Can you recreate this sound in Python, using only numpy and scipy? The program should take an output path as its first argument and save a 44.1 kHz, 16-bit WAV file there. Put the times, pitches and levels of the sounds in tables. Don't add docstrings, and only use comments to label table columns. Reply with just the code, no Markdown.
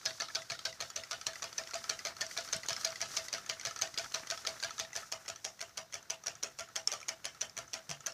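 import sys
import numpy as np
from scipy import signal
from scipy.fft import rfft, irfft, next_fast_len
from scipy.io import wavfile
from scipy.ndimage import uniform_filter1d

SR = 44100
rng = np.random.default_rng(int(sys.argv[2]) if len(sys.argv) > 2 else 0)


def invert_db(x):
    u = np.asarray(x, float) / 20
    return 10 ** u


def transcribe(u):
    v = np.clip(np.atleast_2d(u).T, -1, 1)
    q = np.round(v * 32767).astype(np.int16)
    wavfile.write(sys.argv[1], SR, q)


N = 358533


def level(x, db):
    return x * invert_db(db) / np.sqrt(np.mean(x ** 2))


def colour(x, points):
    hz, db = np.transpose(points)
    size = next_fast_len(len(x))
    f = np.arange(size // 2 + 1) * SR / size + 1
    gain = invert_db(np.interp(np.log(f), np.log(hz), db))
    return irfft(rfft(x, size) * gain, size)[:len(x)]


def along(curve, s):
    return np.interp(s, *np.transpose(curve))


def walk(rate_hz):
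    held = int(SR / rate_hz)
    steps = np.repeat(rng.standard_normal(N // held + 1), held)
    return 1.25 * uniform_filter1d(steps, held)[:N]


def decay(t, t60_s):
    return np.exp(-np.log(1000) * t / t60_s)


def place(times_s, sounds):
    out = np.zeros(N + len(sounds[0]))
    for s, sound in zip(times_s, sounds):
        i = int(np.clip(s * SR, 0, N))
        out[i:i + len(sound)] += sound
    return out[:N]


# frequency_hz, level_db
QUIET_SPECTRUM = [(20, -11), (50, -2), (110, 7), (250, -2.5), (476, -3), (750, -3), (2340, -16),
                  (3810, -4.5), (6030, -7), (7690, -31), (15000, -13.5)]


def quiet(push):
    noise = level(colour(rng.standard_normal(N), QUIET_SPECTRUM), -66)
    rumble = signal.sosfilt(signal.butter(2, 300, fs=SR, output="sos"), noise)
    shaking = signal.lfilter([1 / 2500], [1, 1 / 2500 - 1], np.abs(push))
    return noise + rumble * invert_db(2.6 * walk(11)) * level(shaking, 1.2)


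# start_s, level_db, pitch_hz, t60_s
BUMPS = [
    (0.057, -49.5, 116, 0.061),
    (0.513, -48, 113, 0.062),
    (2.56, -35, 130, 0.025),
    (2.716, -40, 115, 0.03),
    (3.669, -49, 114, 0.087),
    (3.941, -39, 121, 0.017),
    (4.649, -55, 108, 0.11),
    (7.891, -49, 141, 0.33),
]


def bumps():
    t = np.arange(12000) / SR
    sag = t + 0.0047 * (1 - np.exp(-t / 0.026))
    rough = 1 + 0.17 * walk(83)[:len(t)]
    swings = []
    for _, db, hz, t60_s in BUMPS:
        envelope = (1 - np.exp(-t / 0.003)) * decay(t, t60_s)
        swings.append(invert_db(db + 5) * envelope * np.sin(2 * np.pi * hz * sag))
    return place([row[0] for row in BUMPS], np.array(swings) * rough)


# time_s, level_db
RUB = [(0, -2), (.9, -4.5), (1.9, -0.5), (2.35, 2), (2.62, 1.5), (2.8, 5), (3.07, -2.5), (3.15, 11),
       (3.21, 1), (3.25, 6), (3.3, -3), (4.5, 1), (4.9, -5), (4.97, 6), (5.1, -5.5), (5.8, -12),
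       (6.95, -9.5), (8.13, -9.5)]


def rattle():
    rub_db = along(RUB, np.arange(N) / SR)
    hiss = colour(rng.standard_normal(N), [(1500, -12), (4000, 0.0), (6000, 9.5), (8000, -1.5), (15000, -12.5)])
    grains = rng.standard_normal(N) * invert_db(3.5 * walk(300))
    chatter = colour(grains, [(500, -7.5), (1000, -5.5), (1350, 3), (2100, -3.5), (5000, -26.5)])
    hiss = level(hiss, 3.0) * invert_db(1.8 * walk(30) + 1.2 * walk(250))
    chatter = level(chatter, 1.5) * invert_db(2.6 * walk(50))
    return hiss * invert_db(-59.5 + rub_db) + chatter * invert_db(-59.5 + 0.8 * rub_db)


# frequency_hz, level_db (per Hz)
TAIL_SPECTRUM = [(120, -5), (200, -3), (373, -6), (634, -2.5), (949, -7), (4510, -2), (5830, -1),
                 (7950, -15.5), (13500, -30), (15100, -28), (16000, -63)]


def tail(x):
    build_up_s, low_t60_s, high_t60_s = 0.004, 0.23, 0.18
    t = np.arange(16000) / SR
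    lumpy = rng.standard_normal(len(t)) * invert_db(1.5 * walk(250)[:len(t)])
    noise = colour(lumpy, TAIL_SPECTRUM)
    low = signal.sosfilt(signal.butter(2, 2200, fs=SR, output="sos"), noise)
    faded = low * decay(t, low_t60_s) + (noise - low) * decay(t, high_t60_s)
    response = faded * (1 - np.exp(-t / build_up_s))
    return signal.fftconvolve(x, response / np.sqrt(np.sum(response ** 2)))[:N]


def lid():
    lid_hz, lid_db, lid_t60_s = 584.5, -50.5, 0.12
    t = np.arange(6000) / SR
    times_s = [row[0] for row in OUTWARD + INWARD]
    chance = rng.standard_normal((len(times_s), 2))
    ring = (1 - np.exp(-t / 0.0044)) * decay(t, lid_t60_s)
    hz = lid_hz * (1 + .01 * chance[:, :1])
    notes = np.sin(2 * np.pi * hz * t) * invert_db(lid_db + 3 * chance[:, 1:])
    return place(times_s, ring * notes)


# time_s, level_db
BOARD = [
    (0, 1.5),
    (1.3, -1.5),
    (1.9, 1.5),
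    (3.2, 1),
    (4.2, 2.5),
    (4.9, -2),
    (5.5, -4.5),
    (7.2, -4),
    (8.13, -5),
]


def shakes():
    rows = []
    for table, delay_s, can_db, length_s in ((OUTWARD, .00336, -47, .054), (INWARD, .014, -40.5, .022)):
        for row in table:
            db = can_db + along(BOARD, row[0]) + 2.5 * rng.standard_normal()
            rows.append((row[0] + delay_s, db, length_s))
    return rows


def can():
    t = np.arange(6000) / SR
    rings, rows = [], shakes()
    for (_, db, length_s), (phase, beat, off) in zip(rows, rng.random((len(rows), 3))):
        hz = 682 - 550 * length_s + 4 * (off - .5)
        fall = np.exp(-(t / (1.06 * length_s)) ** 2) + 0.14 * np.exp(-t / 0.073)
        swell = (1 - np.exp(-t / 0.0058)) ** 2 * fall
        pair = np.sin(2 * np.pi * (hz * t + phase)) + 0.25 * np.sin(2 * np.pi * ((hz + 32) * t + beat))
        rings.append(invert_db(db + 1.0) * swell * pair)
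    return place([row[0] - .004 for row in rows], rings)


# start_s, wire_db, wood_minus_wire_db
PUMP_PIN = [(.1072, -45.5, 1), (.4198, -47.5, 1), (.7272, -44, -4), (1.0365, -39, -6),
            (1.3566, -40.5, -2.5), (1.6734, -39.5, -11), (1.991, -36, -7), (2.3118, -40.5, -5),
            (2.6331, -41, -1.5), (2.9577, -41, -1), (3.284, -36, -9), (3.6122, -37, -14),
            (3.9421, -40, -9.5), (4.272, -39, -9.5), (4.6012, -40, -13), (4.9313, -40.5, -3.5),
            (5.26, -46, -9), (5.593, -44, -8), (5.9257, -40, -12)]
# start_s, wire_db, wood_minus_wire_db
PUMP_PUSH = [(2.4083, -40, -10), (2.7304, -31.5, -12), (3.0576, -41.5, -3.5), (3.382, -41, -2),
             (3.7102, -38.5, -0.5), (4.0438, -37.5, -6), (4.3758, -39, -7), (4.7073, -37.5, -2.5),
             (5.031, -52.5, 9.5), (5.36, -39.5, -11), (5.694, -48, -12), (6.0275, -48, -15),
             (6.3532, -44, -8), (6.688, -50.5, 0.5), (7.014, -43.5, -2.5), (7.3477, -48.5, -3),
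             (7.6788, -49, -7), (8.006, -43.5, -7)]
# start_s,
# wire_db, wood_minus_wire_db
PUMP_PULL = [(.2853, -42.5, -1.5), (.592, -37.5, -9.5), (.9019, -38, -11.5), (1.2133, -37.5, -7.5),
             (1.5286, -39.5, -20), (1.8414, -36, -6.5), (2.1666, -42.5, -6), (2.4878, -39.5, -9),
             (2.811, -38, -9), (3.141, -45, -10), (3.463, -39.5, -9), (3.7932, -56, 15.5),
             (4.1217, -39.5, -29), (4.4505, -36, -4.5), (4.7812, -38.5, -4)]
# start_s, wire_db, wood_minus_wire_db, pitch_hz
STRAY = [(0.302, -65, 22.5, 1735), (.5498, -48, 3.5, 1420), (1.3337, -41.5, -5, 1620),
         (1.6367, -41.5, -10, 2020), (1.71, -41.5, -0.5, 1380), (2.266, -44, 2, 5870),
         (2.4482, -45, -16, 1460), (2.4772, -43, -4, 1360), (2.565, -39, -25, 8240),
         (2.663, -44, -36, 6400), (2.7653, -38, 8, 5430), (2.8734, -35, -13, 1380),
         (2.9053, -46, -12, 5700), (2.921, -43, -3, 1340), (3.1165, -44, -5, 1340), (3.791, -42, -14, 6230),
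         (3.5977, -43, 6, 6000), (3.6326, -42, -4, 1560), (3.762, -35, -6.5, 1325),
         (3.8745, -43.5, -3, 1890), (4.196, -45, -6, 1650), (4.4903, -38, -11, 1450),
         (4.8493, -49, 5, 1850), (6.238, -41, -8, 1250), (6.875, -22, -12, 5400), (7.003, -42, -12, 1320),
         (7.0295, -45, 1, 2370), (7.4972, -46.5, -11, 5300), (7.7912, -47, -14, 1280),
         (8.1224, -48, -17, 5340)]
PIN_HZ, PUSH_HZ, PULL_HZ = 1992, 1304, 1306


def loose_parts():
    pump = []
    for table, hz in ((PUMP_PIN, PIN_HZ), (PUMP_PUSH, PUSH_HZ), (PUMP_PULL, PULL_HZ)):
        pump += [(*row, hz) for row in table]
    return pump + STRAY


def pings():
    s, wire_db, wood_rel_db, hz = np.transpose(loose_parts())[:, :, None]
    t = np.arange(900) / SR
    low_db = wire_db + wood_rel_db + 6.0 + 3 * (hz == PIN_HZ)
    db = np.where(hz > 3500, wire_db + 14.0, low_db)
    cycles = t * hz
    shape = (1 - np.exp(-cycles / 1.6)) ** 2 * np.exp(-cycles / 8)
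    note = np.sin(2 * np.pi * cycles) + 0.29 * np.sin(2 * np.pi * 1.35 * cycles)
    return place(s[:, 0] - .001, invert_db(db) * shape * note)


def strike(modes, count, scatter_db, detune, contact_s, size):
    hz, db, t60_s = np.transpose(modes)
    chance = rng.standard_normal((count, 2, len(modes)))
    t = np.arange(size) / SR
    turn = 2 * np.pi * hz * (1 + detune * chance[:, 0])
    ring = np.sin(turn[:, :, None] * t) * decay(t, t60_s[:, None])
    ring = np.einsum("em,emt->et", invert_db(db + scatter_db * chance[:, 1]), ring)
    touch = np.arange(400) / SR
    contact = rng.standard_normal((count, len(touch))) * touch ** 2 * np.exp(-touch / contact_s)
    rung = signal.fftconvolve(ring, contact, axes=1)
    return rung / np.abs(rung).max(axis=1, keepdims=True)


# frequency_hz, level_db, t60_s
WIRE = [(3403, -6, 0.043), (4440, 4, 0.014), (4610, 1.5, 0.014), (5170, -1.5, 0.054), (5860, 13.5, 0.0081),
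        (6360, 4.5, 0.019), (7400, -47, 0.0044), (8800, -51, 0.0036), (10070, -7, 0.013), (12700, -1, .004)]
# frequency_hz, level_db, t60_s
WOOD = [(590, -30, 0.022), (860, -2, 0.096), (1250, 2.5, 0.33), (1420, 6.5, 0.14), (1680, 11.5, 0.078),
        (1970, 7.5, 0.042), (2294, 20.5, 0.015), (2560, -2, 0.01)]


def linkage(s, wire_db, wood_db):
    wire = strike(WIRE, count=len(s), scatter_db=2.5, detune=.04, contact_s=.0006, size=600)
    wood = strike(WOOD, count=len(s), scatter_db=3.0, detune=.05, contact_s=.0008, size=1300)
    wire = wire * invert_db(wire_db)[:, None]
    graze = place(s - .0035 - .002 * rng.random(len(s)), wire * invert_db(-19))
    direct = graze + place(s - .0011, wire) + place(s - .0014, wood * invert_db(wood_db)[:, None])
    return signal.sosfilt(signal.butter(2, 11000, fs=SR, output="sos"), direct)


def cracks(s, db):
    t = np.arange(200) / SR
    snap = rng.standard_normal((len(s), len(t))) * np.exp(-t / 0.00011)
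    snap = snap / np.abs(snap).max(axis=1, keepdims=True) * invert_db(db - 19)[:, None]
    band = signal.butter(2, [1800, 10400], "band", fs=SR, output="sos")
    return signal.sosfilt(band, place(s - .0004, snap))


def blows(s, db):
    t = np.arange(400) / SR / .0012
    burst = rng.standard_normal((len(s), len(t))) * t ** 2 * np.exp(-t) * 2
    return place(s - .002, burst * invert_db(db)[:, None])


def ticks(table, wire_gain_db, wood_gain_db, tail_db):
    s, wire_db, wood_rel_db = np.transpose(table)[:3]
    ringing = linkage(s, wire_db + wire_gain_db, wire_db + wood_rel_db + wood_gain_db)
    direct = ringing + cracks(s, wire_db + wire_gain_db)
    return direct, blows(s, wire_db + 0.27 * wood_rel_db + tail_db)


# seat_s, seat_db, touch_before_ms, touch_db
OUTWARD = [(0.0602, -24, 4.9, -29), (0.3551, -26, 5.3, -30), (0.6564, -27, 3.4, -29),
           (0.963, -26, 2.6, -31), (1.2716, -28, 3.9, -23.5), (1.5849, -28.5, 4.4, -27),
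           (1.8978, -22, 2.83, -26), (2.2153, -28, 5.4, -25), (2.532, -25, 3.9, -25),
           (2.8524, -27.5, 4.5, -22.5), (3.1717, -25.5, 4.1, -26.5), (3.4972, -23.5, 4.6, -31.5),
           (3.8201, -20.5, 5.7, -28), (4.1456, -24, 4, -27), (4.4715, -24.5, 4.1, -30),
           (4.7982, -24.5, 6.5, -32), (5.1238, -26, 5.5, -34), (5.45, -24, 4.7, -33.5),
           (5.7773, -26.5, 3.6, -32), (6.1053, -23, 4.7, -28.5), (6.434, -22.5, 5.1, -28),
           (6.7629, -24, 5, -27), (7.0902, -25, 5.6, -26.5), (7.4157, -22, 4.7, -28),
           (7.7399, -25.5, 5.9, -25.5), (8.0678, -25, 5.3, -27.5)]
# start_s, first_db, second_db, third_db
INWARD = [(0.2014, -31.5, -32, -32), (.5003, -34.5, -34, -32), (.8042, -34, -31, -33),
          (1.1118, -28.5, -30.5, -32), (1.4227, -33, -31.5, -30), (1.736, -37, -28, -32),
          (2.0512, -28.5, -33, -31), (2.3673, -40, -28, -33), (2.6865, -25.5, -28, -32),
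          (3.0062, -37, -25.5, -31), (3.3287, -28.5, -27.5, -37), (3.6517, -27, -29.5, -32.5),
          (3.9766, -26, -28, -34), (4.3021, -28, -27.5, -43), (4.6274, -31.5, -28.5, -33),
          (4.954, -34.5, -27, -34), (5.2811, -31, -33.5, -31.5), (5.607, -35.5, -28, -36.5),
          (5.9347, -38.5, -28, -36.5), (6.2621, -33, -25, -27.5), (6.5885, -33, -29, -32.5),
          (6.9176, -26, -26, -28.5), (7.245, -36, -26, -34.5), (7.5685, -35.5, -27, -31),
          (7.894, -33, -31, -28)]
# time_s, delay_ms
PLAY = [
    (0, 6.4),
    (1.75, 5.9),
    (2.05, 7.9),
    (3.0, 9),
    (4.95, 8.7),
    (5.28, 6.6),
    (6.6, 7),
    (7.2, 8.8),
]
POST_DB = [-49, -35, -39, -36.5, -41.5, -35]


def strokes():
    seat, seat_db, touch_ms, touch_db = np.transpose(OUTWARD)
    first, *joint_db = np.transpose(INWARD)
    rebound_s, rebound_db, third_joint_s = 0.0105, -16, 0.019
    second = first + along(PLAY, first) / 1e3
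    times = [seat - touch_ms / 1e3, seat, seat + rebound_s, first, second, first + third_joint_s]
    wire_db = [touch_db, seat_db, seat_db + rebound_db, *joint_db]
    wood_db = [db + along(BOARD, s) for s, db in zip(times, POST_DB)]
    s, wire_db, wood_db = map(np.concatenate, (times, wire_db, wood_db))
    return np.transpose([s, wire_db, wood_db - wire_db])


# time_s, level_db
VIEW = [
    (0, 6),
    (1.5, -1),
    (2.9, 3),
    (3.6, 0),
    (4.7, 2.5),
    (5.4, -5),
    (8.13, -5.5),
]


def shade(x):
    band = signal.sosfiltfilt(signal.butter(2, [3300, 5200], "band", fs=SR, output="sos"), x)
    return x + band * (invert_db(along(VIEW, np.arange(N) / SR)) - 1)


def scene():
    stroke, stroke_push = ticks(strokes(), wire_gain_db=4.5, wood_gain_db=1.5, tail_db=-6.5)
    loose, loose_push = ticks(loose_parts(), wire_gain_db=5.5, wood_gain_db=-3.0, tail_db=-7.5)
    engine = stroke + loose + pings() + tail(stroke_push + loose_push)
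    engine = signal.sosfilt(signal.butter(2, 400, "high", fs=SR, output="sos"), engine)
    background = quiet(stroke_push) + bumps()
    return (background + lid() + can() + shade(engine + rattle()))[None]


def low_pass(x):
    return signal.sosfilt(signal.butter(12, 16110, fs=SR, output="sos"), x)


def record(dry):
    dry = signal.sosfilt(signal.butter(1, 45, "high", fs=SR, output="sos"), dry)
    dry = signal.sosfilt(signal.ellip(8, .2, 40, 15000, fs=SR, output="sos"), dry)
    return low_pass(dry)


dry = scene()
out = record(dry)
transcribe(out)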